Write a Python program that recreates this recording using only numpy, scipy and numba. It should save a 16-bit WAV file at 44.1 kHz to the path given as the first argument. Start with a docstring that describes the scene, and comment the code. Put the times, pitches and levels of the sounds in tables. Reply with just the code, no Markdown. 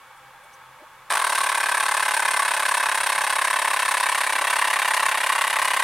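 """Paper piston motor on an air line

A thumb-sized paper motor runs close to the microphone in a small room. Air hisses softly throughout; after
a second a finger flicks the flywheel and the motor rattles on at about 34 turns a second. In each turn a valve
thumps open and shut, the linkage snaps, the piston knocks and scrapes along its tube, ringing the card frame,
and a puff of air escapes past a fluttering paper edge. Clicks and noise, filtered, make all but the flutter."""
import sys
import numpy as np
from scipy import signal
from scipy.fft import rfft, irfft
from scipy.io import wavfile
from scipy.ndimage import uniform_filter1d
from numba import njit

SR = 44100
rng = np.random.default_rng(int(sys.argv[2]) if len(sys.argv) > 2 else 0)


def wav_out(sig):
    """Save sig, one row per channel (or a flat mono array), as 16-bit PCM at SR to the path in sys.argv[1]."""
    wavfile.write(sys.argv[1], SR, np.round(np.clip(np.atleast_2d(sig).T, -1, 1) * 32767).astype(np.int16))


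N = 257103
TIME = np.arange(N) / SR
START_S = 1.1025  # the motor starts to turn

# How the panels ring up as the motor settles and rise in pitch as fingers hold them,
# while the ring of the air gap fades: time_s, panel_pitch_ratio, panel_level_db, gap_ring_change_db
HELD_PANELS = [(1.1, 0.94, -12, -2), (1.7, 0.95, 2, 0), (3.2, 0.988, 1.5, 0.5), (4.6, 1.045, 4.5, -5.5),
               (5.2, 1.055, 4.5, -25), (5.8, 1.11, 2.5, -23)]
# level of the motor's parts as it starts, and how it creeps up while it runs
MOTOR_DB, CREEP_DB_PER_S = -25, 0.21
# air dammed up in the line makes the first puffs stronger
BLAST_DB, BLAST_DECAY_S = 1.5, 0.37


def motor(body_db=-2, flap_db=-5, thump_db=-11.0, snap_db=-7, air_db=-7.0, room_db=-10, flex=0.0092):
    """Valve thump, linkage snap, piston rattle, paper flutter and air puffs, all timed by the crank."""
    running = np.maximum(TIME - START_S, 0)
    level_db = MOTOR_DB + CREEP_DB_PER_S * running
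    stretch, panel_db, whistle_db = curves(HELD_PANELS)
    starts, pace, turn, age = crank()
    thump = undb(thump_db) * valve(starts, pace)
    snap = undb(snap_db) * linkage(starts, stretch)
    # each turn bends the frame a little, which shifts its pitch
    flexing = 1 + flex * rng.standard_normal(len(starts))[turn]
    knocks_and_scrape = piston(starts, pace, age)
    rattle = undb(body_db) * frame(knocks_and_scrape, stretch, panel_db, flexing)
    flutter = undb(flap_db) * flap(turn, age, starts)
    puff_db = air_db + BLAST_DB * np.exp(-running / BLAST_DECAY_S)
    air = undb(puff_db) * exhaust(turn, age, whistle_db)
    direct = undb(level_db) * (thump + snap + rattle + flutter + air)
    return direct + undb(room_db) * room(direct.mean(axis=0))


# Cruising speed of the crank: time_s, speed_turns_per_s
CRUISING_SPEED = [(1.1, 35.699), (2.33, 35.361), (2.43, 34.491), (3.38, 34.024), (3.62, 34.801),
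                  (3.8, 33.679), (4.41, 34.087), (4.6, 34.851), (4.93, 33.639), (5.83, 34.015)]
# the flick spins the flywheel up to this much faster; the surplus then dies away through friction
FLICK_TURNS_PER_S, FLICK_RISE_S, FLICK_DECAY_S = 39.43, .0165, .048


def crank():
    """Start and pace of every turn, and the time since the last start; a fast turn squeezes its stroke."""
    cruise, = curves(CRUISING_SPEED)
    running = np.maximum(TIME - START_S, 0)
    flick_rise = running / FLICK_RISE_S
    flick_decay = np.exp((FLICK_RISE_S - running) / FLICK_DECAY_S)
    speed = cruise + FLICK_TURNS_PER_S * np.minimum(flick_rise, flick_decay)
    turns = np.cumsum(speed * (TIME >= START_S)) / SR
    # a turn starts whenever the count passes a whole number
    starts = TIME[np.searchsorted(turns, np.arange(int(turns[-1]) + 1), side="right")]
    starts = starts + .00004 * rng.standard_normal(len(starts))  # timing scatter in seconds
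    pace = (np.interp(starts, TIME, speed) / np.median(speed)) ** .75
    turn = np.maximum(np.searchsorted(starts, TIME, side="right") - 1, 0)  # number of the current turn
    age = (TIME - starts[turn]) * pace[turn]
    return starts, pace, turn, age


# Colour of the air thump when the valve opens or shuts: pitch_hz, level_db
THUMP_COLOUR = [(60, -51.5), (130, -26), (220, -20.5), (310, -12.5), (360, -20), (420, -3), (500, -7.5),
                (620, 2), (850, 6), (1100, -3), (1600, -10.5), (4000, -79.5)]


def valve(starts, pace):
    """The air flow jumps on and, two fifths of a turn later, off: a push and a pull that give the low buzz."""
    open_and_shut_s = np.array([.0006, .01205])
    edges = starts[:, None] + open_and_shut_s / pace[:, None]
    sizes = np.array([1, -1]) * undb(.7 * rng.standard_normal(edges.shape))
    return unit(colour(clicks(edges, sizes), THUMP_COLOUR))


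# Colour of the sharp snap of the linkage: pitch_hz, level_db
SNAP_COLOUR = [(200, -78), (900, -10), (1500, 15.5), (1900, 5), (2800, -2.5), (3800, 1.5), (5500, -9.5),
               (10000, -8), (16000, -2)]


def linkage(starts, stretch, bounce_s=0.00158, bounce_db=0, scatter_db=2, panel_db=0):
    """The pressure takes up the slack in the linkage with a snap and one bounce."""
    chance = rng.standard_normal((len(starts), 2, 2))
    times = starts[:, None] + 0.00027 + np.array([0, bounce_s]) + .00006 * chance[:, 0]
    sizes = undb(np.array([0, bounce_db]) + scatter_db * chance[:, 1])
    snap = colour(clicks(times, sizes), SNAP_COLOUR)
    # card is too soft for a glassy top
    snap = signal.sosfilt(signal.butter(3, 8500, fs=SR, output="sos"), snap)
    return unit(snap + undb(panel_db) * modes(snap, PANEL_RINGS, stretch))


# Knocks of the piston in each turn, timed from the start of the turn at normal pace:
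# delay_s, level_db, timing_scatter_s, level_scatter_db
PISTON_KNOCKS = [(.0017, -9, 0.000057, -0.5), (.0048, -6.5, 0.000078, 3), (.0069, -13, 0.00017, 3.5),
                 (.0089, -3.5, .00009, 0), (0.0102, -4.5, .00009, -1)]


def piston(starts, pace, age, scrape_db=0.0):
    """The loose piston knocks at nearly the same places in every turn and scrapes the paper in between."""
    delay, db, scatter, scatter_db = np.transpose(PISTON_KNOCKS)
    chance = rng.standard_normal((len(starts), 2, len(delay)))
    times = starts[:, None] + delay / pace[:, None] + scatter * chance[:, 0]
    knocks = clicks(times, undb(db + scatter_db * chance[:, 1]))
    # paper is soft: the blows carry little treble
    knocks = colour(knocks, [(2500, 0), (4500, -3.5), (9000, -5.5)])
    # the scrape is a shower of tiny clicks from fibres, about 5000 a second before gating
    caught = rng.random(N) < 5000 / SR
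    fibres = caught * rng.choice([-1, 1], N) * undb(3 * rng.standard_normal(N))
    scrape = colour(fibres, [(250, -19.5), (750, -3), (1100, -4.5), (3000, 3), (6000, -2.5), (12000, -6.5)])
    sliding = gate(age, opens=0.0021, rise=0.0022, closes=0.017, fall=0.0027)
    scrape = scrape * sliding * (TIME >= START_S)
    return unit(knocks) + undb(scrape_db) * unit(scrape)


# Broad colour of a paper tap: pitch_hz, level_db
PAPER_COLOUR = [(60, -74.5), (300, -16.5), (500, -17.5), (700, -8.5), (1000, 2.5), (1400, -1.5), (2000, -3),
                (3000, -7.5), (4500, -31), (7000, -39), (9500, 0.5), (12000, -14.5), (16000, -31)]
# Ringing notes of the card frame: pitch_hz, width_hz, level_db
FRAME_RINGS = [(575, 89, 11), (868, 30, 9.5), (976, 16, 8), (1130, 72, 11.5), (1325, 48, 2),
               (1570, 74, 6.5), (2090, 160, -3), (3326, 24, 7.5), (3743, 84, 16.5)]
# Ringing notes of the panels under the fingers, before the hold shifts them: pitch_hz, width_hz, level_db
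PANEL_RINGS = [(1745, 190, 4), (2184, 137, -1.5), (2583, 115, 1.5)]


def frame(force, stretch, panel_db, flex, tap_db=-8):
    """Every contact gives a dry paper tap and rings the frame and its held panels, which flex from turn to turn."""
    tap = colour(force, PAPER_COLOUR)
    frame_ring = modes(tap, FRAME_RINGS, flex)
    panel_ring = undb(panel_db) * modes(tap, PANEL_RINGS, stretch * flex)
    return unit(undb(tap_db) * tap + frame_ring + panel_ring)


def flap(turn, age, starts, pitch_hz=1030, scatter=.02, wander=0.057, overtone_db=-13):
    """While the valve is open, a paper edge flutters like a reed in the air, a little differently in each turn."""
    drift = unit(uniform_filter1d(rng.standard_normal(N), size=90))
    hz = pitch_hz * (1 + scatter * rng.standard_normal(len(starts))[turn] + wander * drift)
    cycles = np.cumsum(hz) / SR
    phase = 2 * np.pi * (cycles - np.interp(starts, TIME, cycles)[turn])  # starts afresh in every stroke
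    swing = gate(age, opens=0.0034, rise=0.001, closes=0.014, fall=0.0032) * (TIME >= START_S)
    return unit(swing * (np.sin(phase) + undb(overtone_db) * np.cos(2 * phase)))


# Colour of the escaping air: pitch_hz, level_db
PUFF_COLOUR = [(300, -29), (1000, -39.5), (2500, -1), (4200, -3), (5200, -8), (7200, -8.5), (8200, -3.5),
               (9000, -1.5), (9900, -2.5), (10700, -8), (12500, -13), (15800, -23)]
# Ringing notes of the gap around the piston: pitch_hz, width_hz, level_db
GAP_RINGS = [(5490, 83, 0), (6230, 48, -5.5), (7880, 89, -14), (8646, 190, -1), (9180, 190, -4.5),
             (9920, 130, -7)]


def exhaust(turn, age, whistle_db, gap_db=5, scatter_db=1, flutter_db=2):
    """A fluttering puff of air in each stroke, over a steady leak past the piston."""
    leak = undb(-12.5)
    flow = gate(age, opens=.0016, rise=.0028, closes=.0138, fall=.003) + leak
    flutter = unit(uniform_filter1d(rng.standard_normal(N), size=40))
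    turn_db = scatter_db * rng.standard_normal(turn[-1] + 1)[turn]
    flow = flow * undb(turn_db + flutter_db * flutter)
    flow = flow * (TIME >= START_S - .004)  # the leak opens just before the first stroke
    jets = [colour(flow * rng.standard_normal(N), PUFF_COLOUR) for _ in range(2)]
    mid, side = (unit(jet + undb(gap_db + whistle_db) * modes(jet, GAP_RINGS)) for jet in jets)
    # left and right differ more in the treble than in the bass
    side = colour(side, [(500, -26), (1100, -18), (2000, -18), (4500, -13.5), (9000, -12), (13000, -3.5)])
    return mid + np.array([side, -side])


# Left-right spread of the reflections: pitch_hz, level_db
REFLECTION_SPREAD = [(200, -15), (750, -23), (1100, -72), (1600, -9.5), (2600, -11), (4000, -2.5),
                     (8000, 2), (14000, -10)]


def room(x, desk_t60=0.23, wall_t60=0.53, wall_db=-16, first_s=0.0031, low_hz=700):
    """Quick reflections from desk and hand, then a faint tail from the walls, both thin in the bass."""
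    t = TIME[:SR // 2]
    # each t60 is the time in seconds to die away by 60 dB
    desk = undb(-60 * t / desk_t60)
    walls = undb(wall_db - 60 * t / wall_t60)
    tails = rng.standard_normal((2, len(t))) * (desk + walls) * (t > first_s)
    x = signal.lfilter(*signal.butter(2, low_hz, "high", fs=SR), x)
    mid, side = (convolve(x, tail / np.linalg.norm(tail)) for tail in tails)
    side = colour(side, REFLECTION_SPREAD)
    return mid + np.array([side, -side])


# Fingers touch the motor: middle_s, length_s, pitch_hz, width_hz, level_db
FINGER_TOUCHES = [(.175, .02, 8500, 4000, -64), (.443, .012, 9000, 3500, -58), (.54, .02, 5960, 1300, -57),
                  (.542, .02, 9000, 3500, -61), (.46, 0.033, 590, 150, -55), (.82, 0.037, 610, 129, -53),
                  (.822, 0.017, 333, 100, -57), (4.38, 0.089, 380, 300, -50)]


def fingers():
    """Soft bumps and brief brushes of skin on paper: noise around one pitch that swells and fades."""
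    touches = 0
    for middle_s, length_s, hz, width, db in FINGER_TOUCHES:
        swell = np.exp(-2 * ((TIME - middle_s) / length_s) ** 2)
        touches = touches + undb(db) * swell * noise_band(hz, width)
    return touches


# Steady hiss of the air supply and the room: pitch_hz, level_db
HISS_COLOUR = [(25, 1), (70, -18.5), (130, -18.5), (250, -20.5), (400, -18.5), (600, -11.5), (700, -14.5),
               (850, -3.5), (1400, -5), (2000, -10.5), (3000, -16), (5000, -25.5), (11000, -26),
               (15500, -32)]
HISS_DB = -49.5
# Steady tones in the background: pitch_hz, width_hz, level_db
HUM_TONES = [(130.3, 8.8, -70), (169.3, 5.5, -77), (518, 36, -65.5), (806, 27, -61.5), (891, 43, -59),
             (1110, 72, -57.5), (1290, 18, -62), (1610, 87, -59.5), (2250, 19, -64), (3425, 90, -69)]


def background(hiss_db=0.0, hum_db=0):
    """The soft hiss of the air supply, with a few wavering tones made from narrow bands of noise."""
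    hisses = [unit(colour(rng.standard_normal(N), HISS_COLOUR)) for _ in range(2)]
    mid, side = (undb(HISS_DB + hiss_db) * hiss for hiss in hisses)
    side = colour(side, [(30, -9), (70, -2), (150, -13), (600, -25.5), (2000, -12.5), (5000, -2.0), (12000, -6)])
    hum = sum(undb(db + hum_db) * noise_band(hz, width) for hz, width, db in HUM_TONES)
    return mid + hum + np.array([side, -side])


def undb(db):
    """Decibels to gain."""
    return 10 ** (np.asarray(db) / 20)


def unit(x):
    """Scale to an average strength (rms) of 1."""
    return x / np.sqrt(np.mean(x ** 2))


def curves(table):
    """Each column of a table joined by straight lines in time."""
    s, *columns = np.transpose(table)
    return [np.interp(TIME, s, c) for c in columns]


def convolve(x, response):
    """Play x through an impulse response."""
    return signal.oaconvolve(x, response)[:N]


def colour(x, points, size=4096):
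    """Filter with the given (Hz, dB) outline that never sounds ahead of its input."""
    hz, db = np.transpose(points)
    bins = np.maximum(np.arange(size // 2 + 1) * SR / size, 1)
    outline = undb(np.interp(np.log(bins), np.log(hz), db))
    # folding the cepstrum puts the response's energy as early as possible
    cepstrum = irfft(np.log(outline))
    cepstrum[1:size // 2] *= 2
    cepstrum[size // 2 + 1:] = 0
    return convolve(x, irfft(np.exp(rfft(cepstrum))))


@njit
def svf(x, g, k):
    """State-variable band-pass whose centre may move."""
    y, band, low = np.empty(len(x)), 0., 0.
    for i in range(len(x)):
        v = (band + g[i] * (x[i] + 1e-18 - low)) / (1 + g[i] * (g[i] + k))
        band, low, y[i] = 2 * v - band, low + 2 * g[i] * v, k * v
    return y


def ring(x, hz, width, stretch=1):
    """One resonance, gain 1 at its centre."""
    return svf(x, np.tan(np.pi * hz * stretch / SR) * np.ones(N), float(width / hz))


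def noise_band(hz, width):
    """Noise through the same resonance twice, scaled to rms 1."""
    return unit(ring(ring(rng.standard_normal(N), hz, width), hz, width))


def modes(x, table, stretch=1):
    """A set of resonances driven together."""
    return sum(undb(db) * ring(x, hz, width, stretch) for hz, width, db in table)


def clicks(times, sizes):
    """A train of single clicks."""
    places = np.maximum(np.round(times.ravel() * SR), 0).astype(int)
    return np.bincount(places, sizes.ravel(), N)[:N]


def gate(age, opens, rise, closes, fall):
    """Opens and shuts once a turn; age is the time since the turn began, scaled by its pace."""
    return (1 + np.tanh((age - opens) / rise)) * (1 - np.tanh((age - closes) / fall)) / 4


def scene():
    """The motor, the hand on it and the steady background."""
    return motor() + fingers() + background()


def record(dry):
    """The recorder cuts the deepest rumble and the top."""
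    dry = signal.sosfilt(signal.butter(2, 48, "high", fs=SR, output="sos"), dry)
    return signal.sosfilt(signal.ellip(10, .1, 80, 15800, fs=SR, output="sos"), dry)


dry = scene()
out = record(dry)
wav_out(out)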